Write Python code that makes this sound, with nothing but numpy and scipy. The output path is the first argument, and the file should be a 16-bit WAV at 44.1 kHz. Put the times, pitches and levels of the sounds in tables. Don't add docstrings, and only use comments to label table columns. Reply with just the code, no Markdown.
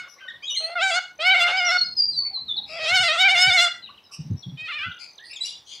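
import sys
import numpy as np
from scipy import signal
from scipy.fft import rfft, irfft
from scipy.io import wavfile
from scipy.ndimage import uniform_filter1d

SR = 44100
rng = np.random.default_rng(int(sys.argv[2]) if len(sys.argv) > 2 else 0)


def unload_wav(signal):
    wavfile.write(
        sys.argv[1],
        SR,
        np.round(np.clip(np.atleast_2d(signal).T, -1, 1) * 32767).astype(np.int16),
    )


N = 255780


def undb(db):
    return 10 ** (np.asarray(db) / 20)


def unit(x):
    return x / np.sqrt(np.mean(x ** 2))


def band(x, lo_hz, hi_hz):
    return signal.sosfilt(signal.butter(2, [lo_hz, hi_hz], "bandpass", fs=SR, output="sos"), x)


def wander(n, rate):
    width = max(int(SR / rate), 2)
    once = uniform_filter1d(rng.standard_normal(n), width)
    return unit(uniform_filter1d(once, width))


def shaped(points):
    hz, db = np.transpose(points)
    f = np.maximum(np.fft.rfftfreq(N, 1 / SR), 1)
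    gain = undb(np.interp(np.log(f), np.log(hz), db))
    return unit(irfft(rfft(rng.standard_normal(N)) * gain, N))


# time in seconds, pitch in Hz.
SETTLED_PITCH = [(0, 737), (0.07, 711), (0.61, 629), (0.748, 700), (0.755, 706.4), (0.99, 752.8),
                 (1.19, 598), (1.27, 746.3), (1.5, 729.3), (1.78, 699), (2.71, 626), (2.95, 820),
                 (3.12, 744), (3.25, 909), (3.69, 685), (4.575, 613), (4.87, 707)]
# start in seconds, jump in Hz.
VOICE_BREAKS = [(0.775, -63), (0.806, 105), (0.897, -101), (0.942, 23), (1.3, 31), (1.334, -83),
                (1.352, 63.5), (1.386, -59.5), (1.52, 40.5), (1.554, 28.5), (1.587, -35), (1.677, -34.5),
                (1.702, 56.5), (2.779, -85), (2.819, -36), (2.845, -65), (2.959, -47), (2.997, 31),
                (3.022, -76), (3.074, -85.5), (3.145, -87), (3.215, -74), (3.271, -100), (3.294, 29),
                (3.337, -91), (3.468, 34.5), (3.491, -64), (3.524, 40), (3.56, -49), (3.601, 30.5),
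                (4.655, -49.5), (4.673, 99.5), (4.706, -127), (4.773, -73.5), (4.822, 39)]


def screech_pitch(t, break_s=.02, settle_s=.1):
    start_s, jump_hz = np.transpose(VOICE_BREAKS)
    late = t - start_s[:, None]
    ramp = np.clip(late / break_s, 0, 1)
    die_away = np.exp(-np.maximum(late - break_s, 0) / settle_s)
    settled = np.interp(t, *np.transpose(SETTLED_PITCH))
    return uniform_filter1d(settled + jump_hz @ (ramp * die_away), 260)


# time in seconds, level in dB,
# second line in dB, brightness in dB per octave, beak resonance in Hz.
SCREECH_EFFORT = [
    [(0, -35, -2.5, 2.5, 2180), (0.09, -56, 2.5, -16, 2100)],
    [(0.6, -61, 10, -9, 2750), (0.63, -43.5, -12, -23, 2470), (0.748, -40.5, -3.5, -7, 2040)],
    [(0.752, -40, 11, -1, 2140), (0.765, -30, 5, -28, 2200), (0.805, -27, -3.5, -4.5, 2390),
     (0.83, -22, 0.5, 1.5, 2200), (0.89, -26.5, -2, 9, 2302), (0.92, -26, -9.5, 6.5, 2820),
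     (0.985, -25, 4.5, 6, 2680), (0.997, -25, -1, 0, 2660)],
    [(1.187, -43, -15, -14.5, 3030), (1.208, -27, -13, -6, 3100), (1.235, -27.5, -3.5, -6.5, 3000),
     (1.27, -16, -10, -2, 2820), (1.335, -15.5, -8.5, -13.5, 2535), (1.395, -22, -13.5, 0.5, 2410),
     (1.42, -18, -7, 0, 2700), (1.475, -22.5, -2, -3, 2230), (1.505, -25, -6.5, -3.5, 2750),
     (1.65, -22, -7.5, -10, 2272), (1.725, -24, -0.5, -1, 2620), (1.77, -24, 5.5, -4, 2217),
     (1.785, -53, -8, 4.5, 2500)],
    [(2.69, -64, 9, -10.5, 2770), (2.74, -43, -5.5, -19, 2630), (2.85, -26.5, -17.5, -0.5, 2400),
     (2.95, -18, -4, 4, 2648), (3.06, -23, -7.5, 1, 2970), (3.11, -20, -11, -3.5, 3050),
     (3.165, -32, 4.5, 5, 2930), (3.21, -15, -14, -1.5, 3100), (3.27, -14.5, -7.5, -7, 2600),
     (3.33, -19, -19.5, 1.5, 2570), (3.44, -17, -6, 3, 2780), (3.53, -19, -9.5, -0.5, 2732),
     (3.6, -16.5, -11, 1.5, 2975), (3.65, -20.5, -3, 6, 2470), (3.69, -35, 1.5, 1, 2796)],
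    [(4.57, -45.5, -25, 0, 3011), (4.6, -34.5, -33, -13, 2740), (4.665, -35.5, -30, -9, 2600),
     (4.69, -32.5, -2.5, -12.5, 2720), (4.8, -30.5, -22.5, -14, 2620), (4.85, -30.5, -3.5, -12.5, 2758),
     (4.885, -45.5, 5, -16, 2996)],
]
# lowest line in dB, rasp in dB, shrill lines in dB.
SCREECH_MIX = [(-28, -14.5, -10), (3, -12, -10), (-6, -25.5, -13), (-12, -23, 21.5), (-13.5, -24, 11.5),
               (-34.5, -25, -8)]
# frequency in Hz, gain in dB.
THROAT_GAIN = [(590, -53), (1000, 1.5), (1520, 11), (1780, -2.5), (2210, 5.5), (2870, -3.5), (3320, 0.5),
               (5170, -4.5), (5600, -12.5), (8230, -18), (8810, -23), (9750, -27), (10900, -41.5),
               (13400, -44.5), (15000, -49.5)]
# middle in seconds, half width in seconds, added rasp in dB.
HOARSE_SPELLS = [(.95, 0.051, 8.5), (1.389, 0.058, 6.5), (1.5, 0.032, 13), (2.88, 0.061, 6.5),
                 (3.38, .05, 7.5), (4.7, .03, 12)]


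def screeches(jitter=0.0044, peak_db=8.5, peak_width=0.25, flutter_db=4.0, half_db=-14, air_db=-12):
    low_rise, rasp_rise, shrill_fall = 0.58, 0.68, 1.2
    beak_drift = 0.017
    shrill_hz, shrill_width_hz = 12100, 1300
    out, t = np.zeros(N), np.arange(N) / SR
    pitch = screech_pitch(t)
    phase = 2 * np.pi * np.cumsum(pitch * (1 + jitter * wander(N, 270))) / SR
    air = band(shaped(THROAT_GAIN), 770, 9000) * (1 + np.cos(phase))
    throat_hz, throat_db = np.transpose(THROAT_GAIN)
    for rows, (low_db, rasp_db, shrill_db) in zip(SCREECH_EFFORT, SCREECH_MIX):
        s, *columns = np.transpose(rows)
        at = slice(int(s[0] * SR), int(s[-1] * SR))
        now = t[at]
        db, second_db, bright_db, beak_hz = (np.interp(now, s, c) for c in columns)
        under_db = db.max() - db
        low_db = low_db + low_rise * under_db
        rasp_db = rasp_db + rasp_rise * np.minimum(under_db, 18)
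        for middle_s, half_s, add_db in HOARSE_SPELLS:
            rasp_db += add_db * np.exp(-((now - middle_s) / half_s) ** 2)
        shrill_db = shrill_db - shrill_fall * under_db
        centre_hz = beak_hz * (1 + beak_drift * wander(len(db), 17))

        shaken = phase[at] + undb(rasp_db) * wander(len(db), 377)
        voice = undb(low_db) * np.sin(shaken) + undb(second_db) * np.sin(2 * shaken)
        voice = np.sqrt(2) * voice + undb(rasp_db + air_db) * air[at]
        lines, power = 0, 0
        for k in [1.5, 2.5, 3.5, 4.5, *range(3, 21)]:
            hz = k * pitch[at]
            gain_db = np.interp(np.log(hz), np.log(throat_hz), throat_db)
            gain_db += flutter_db * wander(len(hz), 43)
            gain_db += peak_db * np.exp(-(np.log(hz / centre_hz) / peak_width) ** 2)
            gain_db += bright_db * np.clip(np.log2(hz / 2800), 0, 1.3)
            if k % 1:
                gain_db += rasp_db + half_db
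            gain_db += shrill_db * np.exp(-((hz - shrill_hz) / shrill_width_hz) ** 2)
            slip = undb(rasp_db) * k / 3 * wander(len(hz), 560)
            lines = lines + undb(gain_db) * np.cos(k * phase[at] - k * k * 0.38 + slip)
            power = power + undb(2 * gain_db) / 2 * (hz < 3900)
        even_lines = lines / np.sqrt(uniform_filter1d(power, 800))

        since_start = now - s[0] + (s[0] == 0)
        edge = np.clip(np.minimum(since_start, s[-1] - now) / .006, 0, 1)
        out[at] += undb(db) * edge * (voice + even_lines)
    return out


# time in seconds, level in dB.
RUMBLE = [(0, -67), (.3, -69), (1.0, -74), (1.7, -66.5), (1.9, -54), (2.6, -60), (3.2, -63), (4.0, -67.5),
          (5.0, -70.5), (5.8, -68.5)]
# start in seconds, strength in dB, ring in Hz.
WING_GUSTS = [(2.469, -55, 158), (2.816, -52, 122), (2.913, -39, 123.3), (2.996, -35.5, 126),
              (3.343, -49, 149), (3.466, -32, 124.4), (4.185, -28.5, 145.5), (4.249, -31, 131),
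              (4.299, -16.5, 118.4), (4.326, -27, 126), (4.46, -28, 144), (4.521, -31.5, 125),
              (4.607, -47, 113.5), (4.787, -52, 96.9), (4.858, -38, 105), (4.872, -45.5, 177.4)]


def wind(gust_s=0.099, sweep=0.16, knock=0.35):
    t = np.arange(N) / SR
    rumble_db = np.interp(t, *np.transpose(RUMBLE)) + 3.0 * wander(N, 14)
    out = unit(band(rng.standard_normal(N), 50, 260)) * undb(rumble_db)
    buffet = unit(band(band(rng.standard_normal(N), 60, 245), 60, 245))
    for s, db, hz in WING_GUSTS:
        i = int(s * SR)
        u = np.linspace(0, 6, int(gust_s * SR))
        phase = 2 * np.pi * np.cumsum(hz * (1 + sweep * wander(len(u), 90))) / SR
        swell = u * np.exp(1 - u) * (1 - u / u[-1])
        out[i:i + len(u)] += undb(db) * swell * (np.sin(phase) + knock * buffet[i:i + len(u)])
    return out


# frequency in Hz, relative strength in dB per Hz.
FLOOR_COLOUR = [(180, -41.5), (300, -6.5), (913, -3), (1490, -12), (1880, -10), (3440, -13.5), (3790, -6.5),
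                (4250, -12), (5900, -17.5), (6400, -26.5), (15000, -26)]


def quiet_floor():
    mid, side = shaped(FLOOR_COLOUR), shaped(FLOOR_COLOUR)
    level = undb(-61.5 + 0.5 * wander(N, 8))
    return level * (mid + .2 * side * np.array([[1], [-1]]))


def garden_echo(x, t60_s=.6, gap_s=.01, end_s=.15, wide=0.0057):
    t = np.arange(SR // 2) / SR
    fade_db = -60 * t / t60_s - 12 * (t / end_s) ** 3 + 4.0 * wander(len(t), 60)
    fade = undb(fade_db) * (t > gap_s)
    mid, side = (band(rng.standard_normal(len(t)), 900, 6600) * fade for _ in range(2))
    scale = 1 / np.sqrt(np.sum(mid ** 2))
    return np.array([signal.fftconvolve(x, scale * (mid + sign * wide * side))[:N] for sign in (1, -1)])


def sing(rows, bend, arch, place, rough):
    out = np.zeros((2, N))
    for s, length, start, end, db, octave_db in rows:
        middle = (start + bend * (end - start)) * (1 + arch)
        pan_db = .45 * max(-22 - db, 0) * rng.uniform(-0.49, 1)
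        i = int(s * SR)
        u = np.linspace(0, 1, min(int(length * SR), N - i))
        hz = uniform_filter1d(np.interp(u, [0, .4, 1], [start, middle, end]), len(u) // 5, mode="nearest")
        phase = 2 * np.pi * np.cumsum(hz) / SR
        rough = np.clip(rough, .01, 1)
        peak = np.clip(place, .05 + .4 * rough, .95)
        rise_fall = np.minimum(u / peak, (1 - u) / (1 - peak))
        swell = np.sin(np.pi / 2 * rise_fall) ** (.7 + rough)
        swell *= undb(2.0 * wander(len(u), 210))
        noisy = min(2 * rough, 1)
        tone = 0
        for k, line_db in ((1, 0), (2, octave_db), (3, 1.55 * octave_db - 19), (4, 1.8 * octave_db - 25)):
            rate = 150 + .25 * rough * k * middle
            smear = (wander(len(u), rate) + 1j * wander(len(u), rate)) / np.sqrt(2)
            line = np.imag((1 - noisy + noisy * smear) * np.exp(1j * k * phase))
            tone += undb(line_db) * (k * middle < 14000) * line
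        sides = undb(db + np.array([[pan_db], [-pan_db]]) / 2)
        out[:, i:i + len(u)] += np.sqrt(2) * swell * tone * sides
    return out


HOOT_STARTS = [.06, .156, .24, .332, .42, .51]


def hoots():
    rows = [(s, 0.036, 515, 515, -59.5, 4.5) for s in HOOT_STARTS]
    return sing(rows, bend=0, arch=.125, place=.4, rough=.25)


# start in seconds, length in seconds, pitch in Hz, peak in dB, octave in dB.
RASP_NOTES = [(.071, .11, 5520, -53.5, -14.5), (0.17, 0.058, 2030, -54, -16),
              (.3, 0.067, 1900, -59.5, -1.5), (.19, 0.058, 1300, -56.5, 4), (5.7, .12, 2300, -57, 9),
              (5.66, .1, 4300, -53, -14), (2.235, 0.083, 2270, -51, -32.5), (2.653, 0.21, 2460, -43.5, -1),
              (4.109, 0.077, 2670, -50.5, 9), (4.982, 0.11, 2320, -50.5, 6),
              (5.228, 0.12, 4540, -47, -12.5), (5.288, .11, 2520, -45, -11), (5.418, 0.12, 2390, -55.5, 16),
              (5.437, 0.15, 3470, -46.5, -17), (5.659, .2, 3220, -42.5, -9.5),
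              (5.637, .27, 6030, -52.5, -41)]


def rasps():
    rows = [(s, length, hz, hz, db, octave_db) for s, length, hz, db, octave_db in RASP_NOTES]
    return sing(rows, bend=0, arch=.02, place=.4, rough=.7)


# start in seconds, length in seconds, start pitch in Hz,
# end pitch in Hz, peak in dB, octave in dB.
CHIRP_NOTES = [(.2, 0.1, 1585, 1434, -43, -5), (0.279, 0.024, 1770, 1885, -33.5, -5),
               (0.299, 0.013, 1870, 1490, -41, -1), (0.421, 0.045, 2260, 2560, -40, -8),
               (0.426, 0.092, 3046, 3440, -34.5, -15.5), (0.469, 0.053, 3824, 3545, -25, -31),
               (0.497, 0.043, 2952, 2882, -27, -6), (.54, 0.031, 2940, 3246, -26, -7),
               (.545, .035, 2490, 1910, -39.5, -24), (0.562, 0.045, 4040, 4120, -21, -18.5),
               (0.586, 0.13, 4218, 4350, -39, -10), (1.841, 0.046, 4880, 5005, -28.5, -40),
               (4.797, 0.17, 1602, 1345, -34.5, -7.5), (5.185, 0.097, 1590, 2015, -46, -22),
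               (5.308, 0.018, 4830, 5260, -36, -13), (5.333, 0.018, 3580, 3900, -40, -8),
               (5.357, 0.024, 3830, 3080, -36, -6.5), (5.404, 0.049, 3854, 3900, -25.5, -17),
               (5.447, 0.031, 2700, 2890, -35, .5)]


def chirps():
    return sing(CHIRP_NOTES, bend=.55, arch=.0251, place=.29, rough=.13)


# time in seconds, level in dB.
TRILL_SPELLS = [
    [(1.1, -62), (1.4, -54), (1.9, -53), (2.0, -70)],
    [(4.0, -75), (4.3, -62), (4.45, -70)],
    [(4.85, -72), (4.95, -61), (5.2, -60), (5.25, -72)],
]


def insect(hz=6130, throbs_hz=42.5):
    t, level = np.arange(N) / SR, np.zeros(N)
    for rows in TRILL_SPELLS:
        s, db = np.transpose(rows)
        level += undb(np.interp(t, s, db, left=-120, right=-120) + 2.5 * wander(N, 25))
    pulse = np.maximum(np.sin(2 * np.pi * throbs_hz * t), 0) ** 2
    tone = np.sin(2 * np.pi * hz * t + 0.64 * wander(N, 200))
    return np.sqrt(5) * level * pulse * tone


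# start in seconds, length in seconds,
# start pitch in Hz, end pitch in Hz, peak in dB, octave in dB.
WHISTLE_NOTES = [(1.563, 0.051, 4900, 5004, -25.5, -52), (1.755, 0.11, 4510, 4250, -21.5, -51),
                 (1.965, 0.089, 5150, 4690, -16, -70), (2.11, 0.068, 4550, 3997, -32, -27),
                 (2.155, 0.093, 4693, 4440, -20.5, -81), (2.328, 0.074, 4490, 3997, -24.5, -55),
                 (2.48, .055, 3920, 3473, -22.5, -43.5), (2.564, .032, 4450, 3770, -24, -64),
                 (4.422, 0.031, 4610, 3250, -40.5, -44.5)]


def whistles():
    return sing(WHISTLE_NOTES, bend=.92, arch=.012, place=.5, rough=.094)


# start in seconds, length in seconds, start pitch in Hz,
# end pitch in Hz, peak in dB.
GLIDE_NOTES = [(1.644, 0.11, 5800, 4940, -23.5), (2.946, .44, 1746, 2120, -40),
               (3.163, 0.69, 1652, 2010, -40), (3.402, 0.37, 1465, 1592, -43),
               (3.816, 0.062, 4210, 3580, -38.5), (3.818, 0.068, 3200, 2240, -54),
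               (3.973, 0.025, 3400, 2360, -45), (4.033, 0.061, 5280, 4890, -53.5),
               (4.045, 0.061, 3932, 3770, -53.5), (4.365, 0.069, 5497, 5630, -48.5),
               (4.913, 0.022, 4000, 2700, -38.5), (5.177, .02, 4620, 2600, -42.5),
               (5.359, 0.11, 2390, 1700, -63), (3.868, 0.027, 3270, 2420, -41.5)]


def glides():
    rows = [(*row, -51.5) for row in GLIDE_NOTES]
    return sing(rows, bend=.45, arch=.014, place=.35, rough=.18)


# start in seconds, length in seconds, pitch in Hz, peak in dB.
PEEP_NOTES = [(2.204, 0.057, 1060, -50.5), (2.303, 0.064, 753, -47.5), (2.367, 0.043, 1080, -49.5),
              (2.48, 0.043, 1228, -56), (2.555, .09, 782, -50.5), (3.889, 0.027, 1093, -46),
              (3.891, 0.043, 1410, -58), (4.087, 0.055, 1340, -61), (4.089, 0.11, 1083, -57)]


def peeps():
    rows = [(s, length, hz, hz, db, -22) for s, length, hz, db in PEEP_NOTES]
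    return sing(rows, bend=0, arch=.04, place=.2, rough=.3)


def scene():
    cockatoos = screeches()
    small_birds = hoots() + rasps() + chirps() + whistles() + glides() + peeps()
    echo = garden_echo(undb(-14.5) * cockatoos + undb(-8.5) * small_birds.mean(axis=0))
    return cockatoos + small_birds + echo + insect() + wind() + quiet_floor()


def record(dry):
    dry = signal.sosfilt(signal.butter(3, 65, "highpass", fs=SR, output="sos"), dry)
    return signal.sosfilt(signal.ellip(8, .2, 80, 15500, fs=SR, output="sos"), dry)


dry = scene()
out = record(dry)
unload_wav(out)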